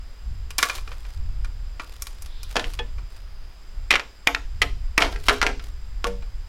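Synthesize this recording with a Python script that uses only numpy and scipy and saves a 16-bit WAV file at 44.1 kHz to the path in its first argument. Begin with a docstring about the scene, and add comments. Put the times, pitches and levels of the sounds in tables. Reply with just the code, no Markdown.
"""Wind rumbles on the microphone as filtered noise and insects shrill in narrow bands of noise, all through.
Green bamboo splits on a pond bank: noise-burst cracks, grainy tearing, dull bumps, then a hand's sliding hiss.
A first half clatters onto a stack, each landing a crunch of noise with decaying sine modes.
A machete chops the second half free with a thin steel ring; it skids off in small knocks and clatters too.
Last, a club drives the blade into a standing pole close by; the bank scatters the contacts back."""
import sys
import numpy as np
from scipy import signal
from scipy.fft import rfft, irfft, next_fast_len
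from scipy.io import wavfile
from scipy.ndimage import map_coordinates

SR = 44100
rng = np.random.default_rng(int(sys.argv[2]) if len(sys.argv) > 2 else 0)


def file_out(sig):
    """Save sig as 16-bit WAV at sys.argv[1]."""
    # one column per channel
    cols = np.atleast_2d(sig).T
    # limit, then scale
    lim = np.clip(cols, -1, 1)
    pcm = np.round(lim * 32767).astype(np.int16)
    wavfile.write(sys.argv[1], SR, pcm)


N = 285768  # length [samples]


def amp(db):
    """Decibels to a linear gain."""
    return 10 ** (np.asarray(db) / 20)


def unit(x):
    """The signal scaled to rms 1."""
    return x / np.sqrt(np.mean(x ** 2) + 1e-20)


def along(points, hz):
    """Read (frequency [Hz], value) points on a log frequency axis."""
    f, v = np.transpose(points)
    return np.interp(np.log(hz + 1), np.log(f + 1), v)


def curves(rows):
    """One value per sample for each column after the time."""
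    s, *cols = np.transpose(rows)
    return [np.interp(np.arange(N) / SR, s, c) for c in cols]


def wobble(rate, size=N):
    """A smooth random curve, rate knots a second."""
    knots = rng.standard_normal(int(size * rate / SR) + 4)
    return map_coordinates(knots, [np.arange(size) * rate / SR])


def filtered(x, response):
    """The signal shaped by a response of frequency."""
    size = next_fast_len(len(x) + SR // 4)
    spectrum = rfft(x, size) * response(np.fft.rfftfreq(size, 1 / SR))
    return irfft(spectrum, size)[:len(x)]


def noise(colour):
    """Noise of rms 1 with the given colour."""
    return unit(filtered(rng.standard_normal(N), lambda hz: amp(along(colour, hz))))


def shrill(centre_hz, width_hz):
    """Noise of rms 1 in one resonance."""
    return unit(filtered(rng.standard_normal(N), lambda hz: 1 / (1 + ((hz - centre_hz) / width_hz) ** 2)))


def causal(gain):
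    """The minimum-phase response with this gain, so nothing sounds ahead of its cause."""
    cepstrum = irfft(np.log(np.maximum(gain, 1e-6)))
    half = len(cepstrum) // 2
    cepstrum[1:half] *= 2
    cepstrum[half + 1:] = 0
    return np.exp(rfft(cepstrum))


def add(track, s, sound):
    """Mix a sound into the track at time s."""
    start = max(round(s * SR), 0)
    track[start:start + len(sound)] += sound[:len(track) - start]


# colour of the bamboo wall: (frequency [Hz], level [dB])
WALL_COLOUR = [(60, -24), (150, 4.5), (300, 16.5), (600, 14.5), (1200, 12), (2300, 11), (3500, 10),
               (5500, 10.5), (8000, 3), (11000, 2.5), (16000, -11.5)]
# reach of a heavy contact, which weights every thud setting: (frequency [Hz], share)
THUD_REACH = [(600, 0.43), (1200, 0.0037)]
# reach of a sharp contact, which weights every snap setting: (frequency [Hz], share)
SNAP_REACH = [(3200, 0.16), (6500, 0.74), (14000, 1.55)]


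def contact(knock_hz, thud_db, snap_db, t60, crunch, knock_db=6, knock_octaves=0.51, size=16384):
    """A sharp push and a dying crunch of fibres, heard through the wall, which resonates at the struck spot."""
    t, hz = np.arange(size) / SR, np.fft.rfftfreq(size, 1 / SR)
    clumps = amp(2.3 * wobble(704, size=size))
    force = crunch * clumps * rng.standard_normal(size) * amp(-60 * t / max(t60, .004))
    force[0] = 1  # the push
    spot_db = knock_db * np.exp(-(np.log2((hz + 1) / knock_hz) / knock_octaves) ** 2)
    weight_db = thud_db * along(THUD_REACH, hz)
    sharpness_db = snap_db * along(SNAP_REACH, hz)
    colour = amp(along(WALL_COLOUR, hz) + spot_db + weight_db + sharpness_db)
    return 2.197 * irfft(rfft(force) * causal(colour))


def ring(modes, swell_cycles, size=16384):
    """Modes at new strengths; each takes some cycles to build up, so the deep ones bloom last."""
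    t = np.arange(size) / SR
    hz, db, t60 = np.transpose(modes)[:, :, None]
    strength = amp(db + 2 * rng.standard_normal(hz.shape))
    pitch = hz * (1 + 0.0078 * rng.standard_normal(hz.shape))
    swell = 1 - np.exp(-(t * hz / swell_cycles) ** 2)
    phase = 2 * np.pi * (pitch * t + rng.random(hz.shape))
    return np.sum(strength * swell * amp(-60 * t / t60) * np.sin(phase), axis=0)


# decay of the scatter from the bank: (frequency [Hz], t60 [s])
BANK_DECAY = [(200, 0.46), (600, 0.2), (2000, 0.23), (6000, 0.47), (14000, 0.16)]
# colour of that scatter: (frequency [Hz], level [dB])
BANK_COLOUR = [(100, -5), (300, 0), (700, 6.5), (2000, -6), (5000, -12), (14000, -4)]


def outdoors(x, wet_db, rise=0.012):
    """The sound plus its scatter from the bank, which builds up (the deep part last) and dies away."""
    hz, t, grains = signal.stft(rng.standard_normal(SR // 2), SR, nperseg=256)
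    build = rise * (1000 / np.clip(hz, 250, 4000))[:, None] ** 0.4
    decay = amp(-60 * t / along(BANK_DECAY, hz)[:, None])
    swell = 1 - np.exp(-(t / build) ** 3)
    tail = signal.istft(grains * decay * swell, SR, nperseg=256)[1]
    tail = filtered(tail / np.linalg.norm(tail), lambda f: amp(along(BANK_COLOUR, f)))
    wet = amp(wet_db) * signal.fftconvolve(x, tail)
    return np.pad(x, (0, len(wet) - len(x))) + wet


def bending_echo(x, echo_db=-9, travel=.019):
    """Bending waves come back from the pole's end, the slow deep ones last; travel [s] is the trip at 1 kHz."""
    def response(hz):
        khz = hz / 1000
        phase = 4 * np.pi * travel * hz / np.sqrt(khz + 1e-9)
        treble_loss = 1 / (1 + (khz / 2.1) ** 2)
        bass_loss = khz / (khz + 0.085)
        return amp(echo_db) * np.exp(-1j * phase) * treble_loss * bass_loss
    return x + filtered(x, response)


def blows(table, modes, crunch, swell_cycles, wet_db, bite_db):
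    """Each blow first grazes the skin, then crunches the wall and sets the cane ringing."""
    track = np.zeros(N)
    for s, db, knock_hz, thud_db, snap_db, t60, ring_db in table:
        # a reversed contact swells up to the blow
        graze = contact(knock_hz, thud_db, snap_db, t60=0.0082, crunch=0.5)[::-1]
        add(track, s - len(graze) / SR, amp(db + bite_db) * graze)
        blow = bending_echo(contact(knock_hz, thud_db, snap_db, t60, crunch))
        add(track, s, amp(db) * outdoors(blow, wet_db))
        add(track, s, amp(db + ring_db) * ring(modes, swell_cycles))
    return track


# gusts on the microphone: (time [s], relative strength [dB])
GUSTS = [(0.0, -37), (0.18, -45.5), (0.29, -28), (0.72, -46.5), (0.81, -34), (1.14, -39.5), (1.17, -27),
         (1.77, -37.5), (1.82, -42.5), (3.03, -31), (3.08, -42.5), (3.43, -38.5), (3.55, -49), (3.83, -34),
         (4.17, -52), (4.55, -30.5), (6.39, -36.5), (6.48, -40.5)]
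# colour of the deep buffeting: (frequency [Hz], level [dB])
RUMBLE_COLOUR = [(10, -6), (25, -1.5), (45, -3), (62, -10), (100, -23.5), (170, -44.5), (400, -90)]
# colour of the smaller, higher eddies: (frequency [Hz], level [dB])
EDDY_COLOUR = [(30, 8), (75, -0.5), (120, -6.5), (200, -20.5), (400, -40.5), (900, -82)]
# colour of the bank's steady hush: (frequency [Hz], level [dB])
HUSH_COLOUR = [(100, -6), (400, -7.5), (650, -9), (1300, -8.5), (3200, -13.5), (4500, -16.5), (6800, -22),
               (8500, -27), (16000, -29.5)]


def wind():
    """Gusts buffet the microphone over the hush of the bank; strong ones shed smaller, higher eddies."""
    gust_db, = curves(GUSTS)
    eddy_db = -45.0 + 1.59 * (gust_db - gust_db.mean()) + 3.3 * wobble(12)
    rumble = amp(gust_db + 5.0) * noise(RUMBLE_COLOUR)
    eddies = amp(eddy_db) * noise(EDDY_COLOUR)
    hush = amp(-55.0) * noise(HUSH_COLOUR)
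    return rumble + eddies + hush


# the thin insect, which falls back once: (time [s], level [dB])
THIN_SHRILL = [(3.15, -70), (3.25, -88), (3.5, -79), (3.62, -69)]


def insects():
    """A steady broad chorus and one thin shrill that falls back once, each noise in one resonance."""
    shrill_db, = curves(THIN_SHRILL)
    chorus = amp(-62.0) * shrill(centre_hz=4940, width_hz=180)
    return chorus + amp(shrill_db) * shrill(centre_hz=7530, width_hz=77)


CRACK_KNOCK_HZ, SNAP_DB_PER_OCTAVE = 2350, 10  # thinner fibres snap sharper and higher
CRACK_THUD_DB, CRACK_CRUNCH_T60 = -23, 0.05  # crunch [s] at a snap of 0 dB
CRACK_HALVING_DB = 24  # the snap that halves a crack's length
# fibres giving way along the split: (time [s], relative level [dB], snap [dB])
FIBRE_CRACKS = [(0.506, -29.5, 2.5), (0.5827, -19, 11.5), (.5871, -10, -7), (.628, -5, -2), (.6545, -31, 9),
                (0.6974, -15.5, -7.5), (.7526, -29, 5.5), (0.7828, -28.5, -10), (1.4464, -30.5, -5),
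                (2.0219, -31, 14), (2.0695, -33, 8), (2.2222, -41.5, 13.5), (2.2606, -39.5, 6),
                (2.4321, -37, 11.5), (2.7365, -36.5, 7), (6.0692, -24, -1)]
# modes of the wall beside the running split: (frequency [Hz], level [dB], t60 [s])
SPLIT_MODES = [(1137, 6, 0.046), (1395, 5, 0.056), (2397, 8.5, 0.047)]


def cracks():
    """Single fibres snap with a short contact and set the wall beside the split ringing."""
    track = np.zeros(N)
    for s, db, snap_db in FIBRE_CRACKS:
        knock_hz = CRACK_KNOCK_HZ * 2 ** (snap_db / SNAP_DB_PER_OCTAVE)
        t60 = CRACK_CRUNCH_T60 * 2 ** (-snap_db / CRACK_HALVING_DB)
        crack = contact(knock_hz, CRACK_THUD_DB, snap_db, t60, crunch=0.17)
        crack += amp(-13.0) * ring(SPLIT_MODES, swell_cycles=1)
        add(track, s, amp(db - 3.5) * outdoors(crack, wet_db=-6.5))
    return track


RUB_ATTACK_S, RUB_SAG_DB_PER_S, RUB_RELEASE_T60 = 0.027, 13.5, 0.24  # release [s]; the attack ends at the start
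# fibres tearing and grass rubbing along the pole, one row a movement:
# (start time [s], length [s], level [dB])
RUB_MOVES = [(0.601, 0.16, -38), (0.86, .3, -55), (1.82, 0.44, -53), (2.504, 0.24, -46.5),
             (3.12, 0.067, -57), (5.0, 0.25, -49), (5.25, 0.092, -40.5), (5.64, 0.034, -52)]


def rubbing(t):
    """Strength of the rubbing: each movement takes hold quickly, eases off as it goes on, then dies away."""
    strength = np.zeros(N)
    for start, length, db in RUB_MOVES:
        attack = np.clip(1 + (t - start) / RUB_ATTACK_S, 0, 1)
        sag_db = RUB_SAG_DB_PER_S * np.clip(t - start, 0, length)
        release_db = 60 * np.maximum(t - start - length, 0) / RUB_RELEASE_T60
        strength += attack * amp(db - sag_db - release_db)
    return strength


# colour of the small fibres: (frequency [Hz], level [dB])
FIBRE_COLOUR = [(100, -51), (300, -4.5), (1300, -2.5), (4200, -2), (7000, -7.5), (12000, -12), (16000, -17)]


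def tearing():
    """A crackle of small fibres: random snaps, about 450 a second, each a brief burst of noise."""
    snaps = (rng.random(N) < 450 / SR) * rng.exponential(size=N)
    bursts = signal.lfilter([1], [1, -np.exp(-1 / (.0015 * SR))], snaps)  # 1.5 ms decay
    grit = (unit(bursts) + .3) * rng.standard_normal(N)
    crackle = unit(filtered(grit, lambda hz: causal(amp(along(FIBRE_COLOUR, hz)))))
    return rubbing(np.arange(N) / SR) * crackle


# a pole's butt bumping as it is shifted: (time [s], relative level [dB])
BUTT_BUMPS = [(0.8761, -30.5), (0.9169, -30), (1.05, -36), (1.797, -23), (2.9826, -36.5), (6.224, -36.5)]


def bumping():
    """A shifted pole meets its footing with a dull, heavy knock."""
    track = np.zeros(N)
    for s, db in BUTT_BUMPS:
        bump = contact(knock_hz=1340, thud_db=-2.5, snap_db=-12.5, t60=0.082, crunch=0.16)
        bump += amp(-13) * ring(SPLIT_MODES, swell_cycles=1)
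        add(track, s, amp(db - 4.0) * outdoors(bump, wet_db=-6.5))
    return track


# the hand sliding down the pole: (time [s], level [dB])
HAND_SLIDE = [(2.15, -87), (2.28, -57.5), (2.45, -51), (2.65, -82)]


def sliding():
    """Skin rubbing along the pole hisses as noise in one broad resonance."""
    slide_db, = curves(HAND_SLIDE)
    return amp(slide_db) * shrill(centre_hz=3680, width_hz=700)


FALL_SNAP_DB, FALL_CRUNCH_T60 = -13.5, 0.043  # cane on cane is a blunt contact; crunch [s]
# split halves landing on the stack:
# (time [s], relative level [dB], knock [Hz], thud [dB], ring [dB])
LANDINGS = [(2.5572, -12.5, 660, 1, -10.5), (2.5664, -6, 706, -17.5, -20), (2.596, -15, 3300, -26, -20),
            (2.6427, -21, 2700, -32, -19), (2.7909, -19.5, 3200, -8, -5), (5.127, -24, 450, 4, -11),
            (5.161, -26, 1990, -5, -13), (5.2845, 2, 1970, -19, -15.5), (5.2948, -2, 1530, -13, -17),
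            (5.416, -2.5, 1650, -38, -25), (5.428, -6, 1370, -14, -14.5), (5.466, -5.5, 2330, -11, -18),
            (5.492, -23.5, 683, -4, -6), (5.596, -29, 2590, -10, -16)]
# modes of the half that drops first: (frequency [Hz], level [dB], t60 [s])
FIRST_HALF_MODES = [(249, -13, 0.3), (405, -5, 0.1), (479.5, 5.5, 0.12), (626, 9, 0.029),
                    (757, -0.5, 0.064), (862, -0.5, 0.079), (1178, -10, 0.089), (1760, -3, 0.14),
                    (2510, -5.5, 0.11), (3350, 0.5, 0.072)]
# modes of the half that is chopped free: (frequency [Hz], level [dB], t60 [s])
SECOND_HALF_MODES = [(258.5, -12.5, 0.44), (414.2, -2.5, 0.24), (482, -6, 0.19), (621, -6, .15),
                     (687, -6.5, 0.17), (1360, 9, 0.048), (1610, -4, 0.11), (1900, -6, 0.067)]


def falls():
    """Each half clatters with its own modes; the second is loose only once the chopping has begun."""
    landings = [(s, db, knock_hz, thud_db, FALL_SNAP_DB, FALL_CRUNCH_T60, ring_db)
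                for s, db, knock_hz, thud_db, ring_db in LANDINGS]
    first = [row for row in landings if row[0] < BLADE_CHOPS[0][0]]
    second = landings[len(first):]
    return (blows(first, FIRST_HALF_MODES, crunch=0.14, swell_cycles=6.2, wet_db=-5, bite_db=-20)
            + blows(second, SECOND_HALF_MODES, crunch=0.11, swell_cycles=10.4, wet_db=-4.5, bite_db=-31))


def blade(pitch_hz=12420, size=16384):
    """The steel's thin, unsteady ring, soon damped by the cane that grips it."""
    t = np.arange(size) / SR
    t60 = .2
    return amp(-60 * t / t60) * np.sin(2 * np.pi * pitch_hz * t + wobble(346, size=size))


BUNCH_S = .1  # longest gap between contacts in a bunch
STROKE_SNAP_DB, REBOUND_SNAP_DB = -11.5, -18.5  # sharpness of a bunch's first contact and of the rest
CHOP_KNOCK_HZ, CHOP_RING_DB = 2320, -15  # every chop lands on the same spot
REBOUND_DAMPING_DB = 6  # with the blade lodged in it, the cane rings less
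# the blade meeting the cane, in bunches of a stroke and its rebounds:
# (time [s], relative level [dB], thud [dB], crunch t60 [s])
BLADE_CHOPS = [(3.907, -1.5, -28, 0.049), (3.914, -2.5, -17, 0.052), (3.927, -7.5, -13, 0.04),
               (3.939, -6.5, -5.5, 0.062), (3.9556, -3.5, -23, 0.052), (3.9965, -12.5, -28, 0.042),
               (4.2725, 4, -17.5, 0.016), (4.3483, -3.5, -38, 0.02), (4.6182, -2.5, -26, 0.054),
               (4.979, 4.5, -15, 0.021), (5.022, -3.5, -11, 0.046), (5.055, -22, -10, .029)]
# modes of the chopped cane with the blade in it: (frequency [Hz], level [dB], t60 [s])
CANE_MODES = [(283, -11, 0.21), (475, -11, 0.17), (695.6, -9, 0.13), (866, -10, .12), (1308, -6.5, 0.085),
              (1920, 0, 0.06), (2254, -4, 0.081), (2420, 8, 0.031), (2670, -11.5, 0.041)]


def chopping():
    """The machete bites sharply, then rebounds more bluntly; the sharper the bite, the more the steel rings."""
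    bites, steel, last_s = [], np.zeros(N), 0
    for s, db, thud_db, t60 in BLADE_CHOPS:
        rebound = s - last_s < BUNCH_S
        snap_db = REBOUND_SNAP_DB if rebound else STROKE_SNAP_DB
        ring_db = CHOP_RING_DB - rebound * REBOUND_DAMPING_DB
        bites.append((s, db, CHOP_KNOCK_HZ, thud_db, snap_db, t60, ring_db))
        add(steel, s, amp(db + snap_db - 33) * blade())
        last_s = s
    return blows(bites, CANE_MODES, crunch=.12, swell_cycles=8.8, wet_db=-9, bite_db=-28.0) + steel


def skitter(start=5.004, length=0.082, level_db=-15, fall_db=12, count=16):
    """The freed half skids off the blade in a run of small knocks, each at another spot, slower and weaker."""
    track = np.zeros(N)
    for k, (lag, size, spot) in enumerate(rng.standard_normal((count, 3))):
        progress = ((k + .5) / count) ** 1.4  # the gaps widen
        knock = contact(1400 * np.exp(.5 * spot), thud_db=-3, snap_db=-12.5, t60=0.026, crunch=0.16)
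        s = start + length * progress + 0.0011 * lag
        add(track, s, amp(level_db - fall_db * progress + 2 * size) * knock)
    return outdoors(track, wet_db=-2.5)[:N]


# the club on the back of the blade:
# (time [s], relative level [dB], knock [Hz], thud [dB], snap [dB], crunch t60 [s], ring [dB])
CLUB_BLOWS = [(6.0437, -7, 1190, 2.5, -10.5, 0.039, -12)]
# modes of the standing pole: (frequency [Hz], level [dB], t60 [s])
POLE_MODES = [(193, -4.5, 0.32), (299, -15, .2), (482, 0.5, 0.28), (568, -9.5, 0.34), (892, -10, 0.24),
              (1110, 20.5, 0.037), (1457, 2.5, 0.054)]


def clubbing():
    """The club drives the blade into the standing pole, whose modes swell up slowly after the crunch."""
    return blows(CLUB_BLOWS, POLE_MODES, crunch=0.052, swell_cycles=13, wet_db=-5.5, bite_db=-19.0)


def scene():
    """All the work on the bamboo, with the wind and the insects."""
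    small_sounds = cracks() + tearing() + bumping() + sliding() + skitter()
    heavy_blows = amp(-1) * (falls() + chopping() + clubbing())
    return wind() + insects() + small_sounds + heavy_blows


TOP_HZ = 16100  # band limit


def record(dry):
    """The recorder flattens the loudest peaks and keeps next to nothing above its band limit."""
    top = .7  # ceiling of the peaks, as a share of full scale
    clipped = dry / (1 + np.abs(dry / top) ** 6) ** (1 / 6)
    return filtered(clipped, lambda hz: 1 / np.sqrt(1 + (hz / TOP_HZ) ** 120))


dry = scene()
out = record(dry)
file_out(out)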